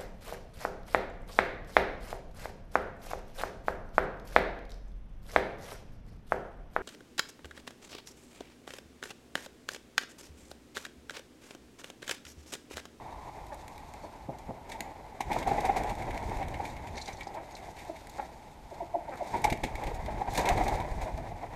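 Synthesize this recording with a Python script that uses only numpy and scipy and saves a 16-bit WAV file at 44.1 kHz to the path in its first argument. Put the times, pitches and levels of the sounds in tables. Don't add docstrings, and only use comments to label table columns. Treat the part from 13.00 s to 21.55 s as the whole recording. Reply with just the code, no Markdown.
import sys
import numpy as np
from scipy import signal
from scipy.fft import rfft, irfft
from scipy.io import wavfile
from scipy.ndimage import map_coordinates

SR = 44100
rng = np.random.default_rng(int(sys.argv[2]) if len(sys.argv) > 2 else 0)


def decibels_to_gain(level_db):
    exponent = np.asarray(level_db, float) / 20
    return 10 ** exponent


def waveform_to_disk(signal):
    frames = np.transpose(np.atleast_2d(signal))
    scaled = np.clip(frames, -1, 1) * 32767
    samples = np.round(scaled).astype(np.int16)
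    wavfile.write(sys.argv[1], SR, samples)


N = 377055

# (per Hz, relative)
WHIRR_COLOUR = [(88, -111), (150, -18), (247, -10), (345, -8.5), (397, -10), (506, -9), (793, -2),
                (948, -5.5), (1190, -21.5), (1450, -23.5), (2120, -16.5), (2320, -19.5), (2820, -34.5),
                (3200, -34), (4160, -40), (7040, -120)]
# (per Hz, relative)
RUSTLE_COLOUR = [(1530, 2.5), (2600, 2.5), (2990, -6), (3680, 4.5), (4160, 1), (4510, 1), (5470, -2.5),
                 (6830, -2), (7620, -8.5), (8500, -10), (11000, -57), (18700, -120)]
# (per Hz, relative)
TREBLE_COLOUR = [(5000, -19), (8500, -2), (9530, -4.5), (11500, -3), (12600, -5), (14600, -11.5),
                 (15600, -16)]


def rms_one(x):
    return x / np.sqrt(np.mean(x ** 2) + 1e-20)


def coloured(x, points):
    hz, db = np.transpose(points)
    bin_hz = np.arange(N // 2 + 1) * SR / N
    gain = decibels_to_gain(np.interp(np.log(bin_hz + 1), np.log(hz), db, left=-70, right=-70))
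    return irfft(rfft(x) * rms_one(gain), N)


def drift(rate):
    knots = rng.standard_normal(int(rate * N / SR) + 3)
    return map_coordinates(knots, [np.linspace(0, len(knots) - 1, N)], order=3)


def add(track, s, sound):
    i = round(s * SR) - len(sound) // 2
    track[max(i, 0):i + len(sound)] += sound[max(-i, 0):N - i]


def swell(rise_s, fade_s, sharp=2):
    t = np.arange(-4000, 4001) / SR
    rise = (t / rise_s) ** 2
    fade = np.abs(t / fade_s) ** sharp
    return t, np.exp(-.5 * np.where(t < 0, rise, fade))


def flock():
    # time_s, level_db
    bustle = [(0, -47), (0.3, -49.5), (1.55, -51.5), (1.72, -47), (2.18, -50.5), (2.37, -34),
              (2.445, -36.5), (2.55, -33.5), (2.85, -37), (3.6, -42), (3.9, -45), (4.45, -49.5), (4.6, -47),
              (5, -52.5), (5.15, -48.5), (5.6, -56), (5.78, -50.5), (6.02, -49.5), (6.38, -39), (6.47, -40),
              (6.6, -47), (6.68, -43), (6.85, -39), (7.24, -42), (7.53, -30.5), (7.64, -35.5), (7.7, -35),
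              (7.85, -39), (8.05, -40), (8.3, -46.5), (8.55, -45.5)]
    # takeoff_s, landing_s, level_db
    flights = [(2.28, 3.488, -43), (3.502, 3.933, -46), (4.15, 4.206, -55), (6.35, 7.2, -44),
               (7.308, 7.792, -38.5), (7.805, 8.19, -45), (8.22, 8.7, -49)]
    # peak_s, level_db, half_length_s
    scuffles = [(0.55, -70, 0.3), (0.985, -73.5, 0.18), (3.32, -65.5, 0.063), (3.68, -59.5, 0.046),
                (4.067, -61, 0.067), (4.756, -66, .15), (5.16, -64.5, 0.19), (5.746, -71, 0.088),
                (6.32, -59.5, 0.052), (6.16, -70.5, .03), (7.348, -47, 0.027), (7.407, -59, 0.018)]
    # (per Hz, relative)
    air_colour = [(15, -8), (30, 1.5), (60, -4), (110, -4.5), (200, -13.5), (400, -20), (800, -42)]
    still_air_db, draught_rise_s, draught_fall_s = -55, 0.022, 0.043
    mean_bustle_db, rustle_db, rustle_follows = -43, -63, 1

    t = np.arange(N) / SR
    whirr_db = np.interp(t, *np.transpose(bustle))
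    draught = decibels_to_gain(still_air_db)
    for takeoff_s, landing_s, db in flights:
        rise = -.5 * (np.maximum(takeoff_s - t, 0) / draught_rise_s) ** 2
        fall = -np.maximum(t - landing_s, 0) / draught_fall_s
        draught = draught + decibels_to_gain(db) * np.exp(rise + fall)
    shuffle = decibels_to_gain(rustle_db + rustle_follows * (whirr_db - mean_bustle_db))
    for s, db, half_s in scuffles:
        shuffle = shuffle + decibels_to_gain(db) * np.exp(-.5 * ((t - s) / half_s) ** 2)

    air = coloured(rng.standard_normal(N) * decibels_to_gain(2.0 * drift(30)), air_colour)
    beats = drift(28)
    throb_depth = np.clip((whirr_db + 60.5) / 14, .15, 1)
    throb_db = throb_depth * (1.86 * beats + 2.0 * drift(70))
    whirr = coloured(rng.standard_normal(N) * decibels_to_gain(throb_db), WHIRR_COLOUR)

    grains = decibels_to_gain(3.6 * np.minimum(rng.exponential(1, N), 5)) * rng.standard_normal(N)
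    grains = rms_one(grains * decibels_to_gain(1.4 * beats + 1.8 * drift(60)))
    treble = coloured(grains * decibels_to_gain(0.44 * drift(27)), TREBLE_COLOUR)
    rustle = coloured(grains, RUSTLE_COLOUR) + decibels_to_gain(-10.5) * treble
    return draught * rms_one(air) + decibels_to_gain(whirr_db) * rms_one(whirr) + shuffle * rustle


def strokes(rush_db):
    # peak_s, peak_db (of the whistle), whistle_hz, half_length_s
    wing_strokes = [(1.754, -41, 884, 0.0096), (1.809, -32.5, 710, 0.0018), (2.209, -22.5, 813, 0.0026),
                    (2.322, -28, 844, 0.0044), (2.366, -22, 690, 0.0025), (2.469, -30, 790, .003),
                    (2.481, -28.5, 730, 0.01), (2.517, -21, 787, 0.0047), (2.585, -23, 828, .0053),
                    (2.638, -31, 774, 0.0034), (2.651, -23.5, 768, .006), (2.699, -20, 790, .008),
                    (2.769, -28, 770, 0.005), (2.808, -27.5, 730, .0054), (2.88, -35, 864, .016),
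                    (2.916, -31, 830, 0.0056), (3.178, -34.5, 703, .004), (3.419, -31.5, 784, 0.015),
                    (3.604, -27.5, 828, 0.0038), (3.977, -41, 860, 0.0063), (4.092, -33, 774, 0.0072),
                    (4.273, -33.5, 790, 0.0034), (4.355, -39, 845, .01), (4.381, -35, 648, 0.009),
                    (5.198, -30.5, 820, 0.004), (5.235, -41, 768, .008), (6.343, -28.5, 920, 0.0045),
                    (6.355, -26, 924, 0.0078), (6.45, -17.5, 850, 0.0052), (6.475, -27, 883, 0.0067),
                    (6.527, -25, 700, .0025), (6.64, -24.5, 833, 0.0021), (6.919, -35, 457, 0.0044),
                    (7.088, -31.5, 620, 0.0051), (7.11, -37, 850, .012), (7.22, -27.5, 800, .0054),
                    (7.282, -32, 740, 0.0065), (7.336, -35, 815, 0.0082), (7.38, -24, 740, 0.0029),
                    (7.449, -28.5, 910, 0.0027), (7.508, -21.5, 720, 0.0057), (7.615, -21.5, 736, 0.0051),
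                    (7.665, -36, 810, 0.0036), (7.684, -26, 806, 0.0048), (7.727, -25, 820, 0.004),
                    (7.802, -32, 937, 0.015), (7.854, -32, 606, 0.0046), (8.075, -35, 652, 0.013),
                    (8.188, -35.5, 652, .0064), (8.32, -39.5, 694, 0.011), (8.437, -38.5, 706, .012)]
    whistle, rush = np.zeros(N), np.zeros(N)
    chance = rng.random((len(wing_strokes), 2))
    for (s, db, hz, half_s), (phase, bend) in zip(wing_strokes, chance):
        t, shape = swell(half_s, half_s)
        cycles = hz * t * (1 + 4.4 * (bend - .5) * t)
        add(whistle, s, decibels_to_gain(db) * shape * np.sin(2 * np.pi * (cycles + phase)))
        add(rush, s, decibels_to_gain(db) * shape)
    return whistle + decibels_to_gain(rush_db) * coloured(rush * rng.standard_normal(N), WHIRR_COLOUR)


def puffs(width_s):
    # first_s, last_s, beats (count), first_db, last_db
    passes = [(3.263, 3.477, 3, -29, -28), (6.524, 6.867, 4, -25.5, -26), (6.941, 7.114, 4, -30, -30),
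              (7.291, 7.523, 2, -30, -22.5), (7.571, 7.729, 4, -25, -31), (7.754, 7.966, 2, -26.5, -29),
              (7.922, 8.146, 3, -24.5, -26)]
    out = np.zeros(N)
    t, shape = swell(width_s, width_s)
    for first_s, last_s, beats, first_db, last_db in passes:
        for s, db in np.linspace([first_s, first_db], [last_s, last_db], round(beats)):
            add(out, s, -decibels_to_gain(db) * t / width_s * shape)
    return out


def knocks(spread_db):
    # peak_s, level_db (before each mode's own level)
    blows = [(5.72, -42.5), (5.814, -32.5), (5.948, -29), (6.085, -36), (6.216, -35)]
    # pitch_hz, level_db (relative), later_s (after the blow)
    perch_modes = [(356, -5, 0.014), (590, -0.5, .008), (692, 2, 0.000017), (900, -2.5, 0.00132),
                   (2120, -19, 0.0015)]
    sag_per_s, wobble_radians = 2.5, .9
    out = np.zeros(N)
    chance = rng.random((len(blows), len(perch_modes), 2))
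    brush = 1 + .55 * np.array([drift(110) for mode in perch_modes])
    for (s, db), draws in zip(blows, chance):
        t, shape = swell(0.0062, 0.0059, sharp=1.45)
        span = round(s * SR) + np.arange(len(t))
        for (hz, mode_db, later_s), (phase, strength), uneven in zip(perch_modes, draws, brush):
            gain = decibels_to_gain(db + mode_db + spread_db * (strength - .5)) * uneven[span]
            cycles = hz * t * (1 - sag_per_s * t) + phase
            waver = wobble_radians * uneven[span + 9000]
            add(out, s + later_s, gain * shape * np.sin(2 * np.pi * cycles + waver))
    return out


def clucks(fall_per_s, hoarse_db):
    # peak_s, level_db, pitch_hz, top_hz (beak opening), jitter_radians (of the cycle)
    voiced_puffs = [(.532, -34.5, 292, 1100, .4), (1.045, -34.5, 302, 900, 0.86),
                    (1.298, -36, 136.2, 790, 0.14), (1.498, -38, 135.7, 780, 0.13),
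                    (4.382, -41.5, 324, 2190, 0.44), (4.903, -28.5, 327, 676, .05),
                    (5.196, -36, 276.4, 2500, .25), (6.13, -34.5, 256, 2600, .35)]
    # pitch_hz, level_db (relative)
    throat = [(130, -9.5), (300, -14), (600, -5), (850, -3), (1050, -14), (1400, -13.5), (1750, -17.5),
              (2300, -17.5), (2900, -38)]
    swell_s, fade_cycles, fade_s_per_hz = 0.0069, 1.24, 4e-6
    out = np.zeros(N)
    throat_hz, throat_db = np.transpose(throat)
    wobble = drift(160)
    k = np.arange(1, 23)[:, None]
    for s, db, hz, top_hz, rough in voiced_puffs:
        t, shape = swell(swell_s, fade_cycles / hz + fade_s_per_hz * top_hz, sharp=1.2)
        uneven = rough * wobble[round(s * SR) + np.arange(len(t))]
        cycle = 2 * np.pi * hz * t * (1 - fall_per_s * t) + uneven
        beak_loss_db = 10 * np.log10(1 + (k * hz / top_hz) ** 8)
        level_db = np.interp(k * hz, throat_hz, throat_db, right=-80) - beak_loss_db
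        voice = np.sum(decibels_to_gain(level_db) * np.cos(k * cycle + 0.282 * k ** 2), axis=0)
        add(out, s, decibels_to_gain(db) * shape * voice)
    return out * decibels_to_gain(hoarse_db * drift(150))


def ticks():
    # peak_s, level_db, ring_db (relative to the tick), half_width_s
    quill_ticks = [(1.388, -54.5, -14, .0028), (1.6988, -52, -12, 0.0054), (1.721, -45.5, 5, 0.0035),
                   (2.2088, -41, -1, 0.0031), (2.319, -46, 7, .0033), (2.3328, -44.5, 4, 0.0031),
                   (2.388, -45, -10, 0.0029), (2.4294, -49.5, 8.5, 0.0033), (2.4805, -47, -3, 0.0078),
                   (2.6077, -45.5, -10, 0.0034), (2.656, -42.5, -5, 0.0052), (2.77, -42.5, -1, 0.0067),
                   (2.898, -46.5, -1, 0.0051), (3.025, -53, 7, 0.0028), (3.1087, -49.5, 9, 0.0028),
                   (3.1461, -51, 6.5, .0017), (3.1776, -49, 4, .0017), (3.4294, -57.5, 16.5, 0.0036),
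                   (3.543, -52, 13, .003), (3.654, -51, 9, 0.0034), (3.7677, -56.5, 7.5, .004),
                   (3.875, -54, 4, 0.0054), (3.979, -55.5, 14.5, 0.0037), (4.085, -54.5, 8.5, 0.011),
                   (4.21, -51, 14, 0.0031), (4.346, -52, -24, .0036), (4.511, -54, -7, .0025),
                   (4.5704, -53.5, 0, 0.005), (4.77, -55, 6, .004), (4.795, -56, 6, .008),
                   (4.9642, -57, 3, 0.0048), (6.174, -55.5, -9, .0028), (6.3684, -52, -1, .005),
                   (6.4444, -30, 0, 0.0026), (6.503, -38, 2, 0.0025), (6.527, -36.5, 6.5, 0.0014),
                   (6.64, -39.5, 7, .004), (6.7558, -45.5, 3, 0.0017), (6.838, -44, 2, 0.0015),
                   (6.871, -47.5, 7.5, 0.0023), (6.948, -51.5, -4, .004), (7.0622, -50.5, 6, .0018),
                   (7.353, -41, -3.5, .0043), (7.3776, -29.5, -27, 0.0019), (7.394, -41, -8, .0018),
                   (7.458, -39.5, 5.5, 0.0028), (7.4897, -29, 0, 0.0017), (7.5786, -46, 0, 0.0032),
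                   (7.6395, -45, -7, 0.0028), (7.6823, -37, -6, 0.0023), (7.757, -46.5, -5, 0.0022),
                   (7.8037, -50.5, 4, 0.0037), (8.0193, -49.5, -3, 0.0064), (8.1769, -53, -7.5, .003)]
    # peak_s, level_db, treble_db (relative to the peck)
    pecks = [(0.468, -56.5, 1), (0.545, -61.5, 11.5), (0.6802, -46, -4), (0.78, -52, -2),
             (0.938, -50.5, -6), (1.8068, -36, -5), (2.836, -45, -6), (2.953, -50, -4), (3.297, -49, -8),
             (3.372, -50, -4), (3.484, -48, -5), (4.85, -57, 0), (5.0715, -51, -2), (5.0977, -61, 12),
             (6.0945, -55.5, -14), (6.158, -58, 0), (6.273, -55, 0), (6.42, -50, 2), (6.575, -52, -4),
             (7.337, -46, 4)]
    # pitch_hz, width_hz, level_db (not used)
    box_ring = [(2190, 340, 0)]
    tick_treble_db, peck_ring_db, peck_half_s = -8, 1, 0.00082
    bursts = [(s, db, ring_db, tick_treble_db, half_s) for s, db, ring_db, half_s in quill_ticks]
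    bursts += [(s, db, peck_ring_db, treble_db, peck_half_s) for s, db, treble_db in pecks]
    bright, ring, treble = np.zeros((3, N))
    for s, db, ring_db, treble_db, half_s in bursts:
        shape = decibels_to_gain(db) * swell(0.75 * half_s, half_s, sharp=0.77)[1]
        add(bright, s, shape)
        add(ring, s, decibels_to_gain(ring_db) * shape)
        add(treble, s, decibels_to_gain(treble_db) * shape)
    hz, width, _ = box_ring[0]
    ring_colour = [(hz / 2, -30), (hz - width, -9), (hz, 0), (hz + width / 2, -4), (hz + width, -14),
                   (2 * hz, -25)]
    crackle = rms_one(rng.standard_normal(N) * decibels_to_gain(2.0 * drift(900)))
    out = coloured(bright * crackle, RUSTLE_COLOUR) + coloured(treble * crackle, TREBLE_COLOUR)
    return out + coloured(ring * crackle, ring_colour)


def pings():
    # peak_s, level_db (before the rattle), pitch_hz (of the strand)
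    claws = [(3.957, -52, 4270), (3.970, -43, 6000), (3.982, -43, 4310), (4.016, -43.5, 4140),
             (4.022, -49, 5180), (4.059, -44, 6000), (4.080, -41.5, 4000), (4.131, -48, 6300),
             (4.171, -49.5, 4220), (4.233, -47, 4600), (4.273, -46, 5140), (4.52, -54.5, 6600),
             (4.553, -46, 4170), (5.096, -51, 6890)]
    # (per Hz, relative)
    scrape_colour = [(2600, -30), (3500, -2), (4200, 2), (5200, -5.5), (6500, -3), (8000, -10),
                     (10000, -20), (13000, -38)]
    scrape_db, scrape_s, bend_per_s = -1.5, 0.0034, 2.9
    out, scrape = np.zeros((2, N))
    t, shape = swell(0.00057, 0.039 / np.log(1000) / 2, sharp=0.83)
    drag = swell(scrape_s / 2, scrape_s, sharp=1.2)[1]
    for (s, db, hz), bend in zip(claws, rng.uniform(-1, 1, len(claws))):
        cycles = hz * t * (1 + bend_per_s * bend * t)
        add(out, s, decibels_to_gain(db) * shape * np.sin(2 * np.pi * cycles))
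        add(scrape, s, decibels_to_gain(db + scrape_db) * drag)
    grit = rms_one(rng.standard_normal(N) * decibels_to_gain(4 * drift(700)))
    rattle = .6 + drift(600)
    return out * rattle + coloured(scrape * grit, scrape_colour)


def thuds():
    # peak_s, level_db
    dull_thuds = [(1.292, -38), (1.493, -39.5), (1.809, -44), (2.376, -33), (2.518, -31), (3.293, -39),
                  (6.364, -37.5), (6.396, -41.5), (6.523, -31), (6.64, -29), (7.563, -33.5)]
    # (per Hz, relative)
    thud_colour = [(50, -35), (110, 3.5), (200, 2.5), (450, -0.5), (800, -19.5), (1100, -24)]
    shape = np.zeros(N)
    for s, db in dull_thuds:
        add(shape, s, decibels_to_gain(db) * swell(.005, .008, sharp=1.0)[1])
    return coloured(shape * rng.standard_normal(N), thud_colour)


def room(x):
    t60_s, echo_db = 0.41, -13.5
    t = np.arange(int(.5 * SR)) / SR
    white = rng.standard_normal(len(t)) * (t > .007)
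    dull = signal.lfilter([.3], [1, -.7], white)
    tail = dull * decibels_to_gain(-60 * t / t60_s) + white * decibels_to_gain(-60 * t / (0.57 * t60_s))
    return decibels_to_gain(echo_db) * signal.fftconvolve(x, tail / np.sqrt(np.sum(tail ** 2)))[:N]


def far_chirps():
    # peak_s, level_db (before the flutter), pitch_hz, half_length_s
    chirps = [(0.046, -67, 3730, .03), (0.125, -66, 3760, .03), (0.526, -45.5, 1760, 0.0044),
              (1.04, -69, 4400, .035)]
    out = np.zeros(N)
    for s, db, hz, half_s in chirps:
        t, shape = swell(half_s, half_s)
        add(out, s, decibels_to_gain(db) * shape * np.sin(2 * np.pi * hz * t))
    return out * (.6 + drift(250))


def far_rush():
    # (per Hz, relative)
    rush_colour = [(20, -1), (50, 8), (90, 3), (200, -7), (500, -22), (750, -3), (1000, 4), (1150, -5),
                   (1350, -25), (2600, -38)]
    start_db, loss_db_per_s = -48.5, 9
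    level_db = start_db - loss_db_per_s * np.arange(N) / SR
    return decibels_to_gain(level_db) * coloured(rng.standard_normal(N), rush_colour)


def coop_murmur(level_db):
    # (per Hz, relative)
    coop_colour = [(12, -49), (20, -24), (53, 8), (86, -2.5), (422, -9), (513, -18), (642, -14), (738, -34),
                   (849, 5), (1030, -17), (1480, -17.5), (1760, -26), (2460, -23), (14300, -37),
                   (16000, -65)]
    return decibels_to_gain(level_db) * coloured(rng.standard_normal(N), coop_colour)


def scene():
    wings = strokes(rush_db=-7.0) + knocks(spread_db=5.0)
    events = wings + clucks(fall_per_s=0.72, hoarse_db=4.0) + thuds() + ticks() + pings()
    near = events + room(events) + puffs(width_s=0.0039) + flock()
    background = far_chirps() + far_rush() + coop_murmur(level_db=-53)
    return (near + background)[None]


def band_limit(x):
    return signal.sosfilt(signal.butter(12, 16490, fs=SR, output="sos"), x)


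def record(dry):
    return band_limit(dry)


dry = scene()
out = record(dry)
waveform_to_disk(out)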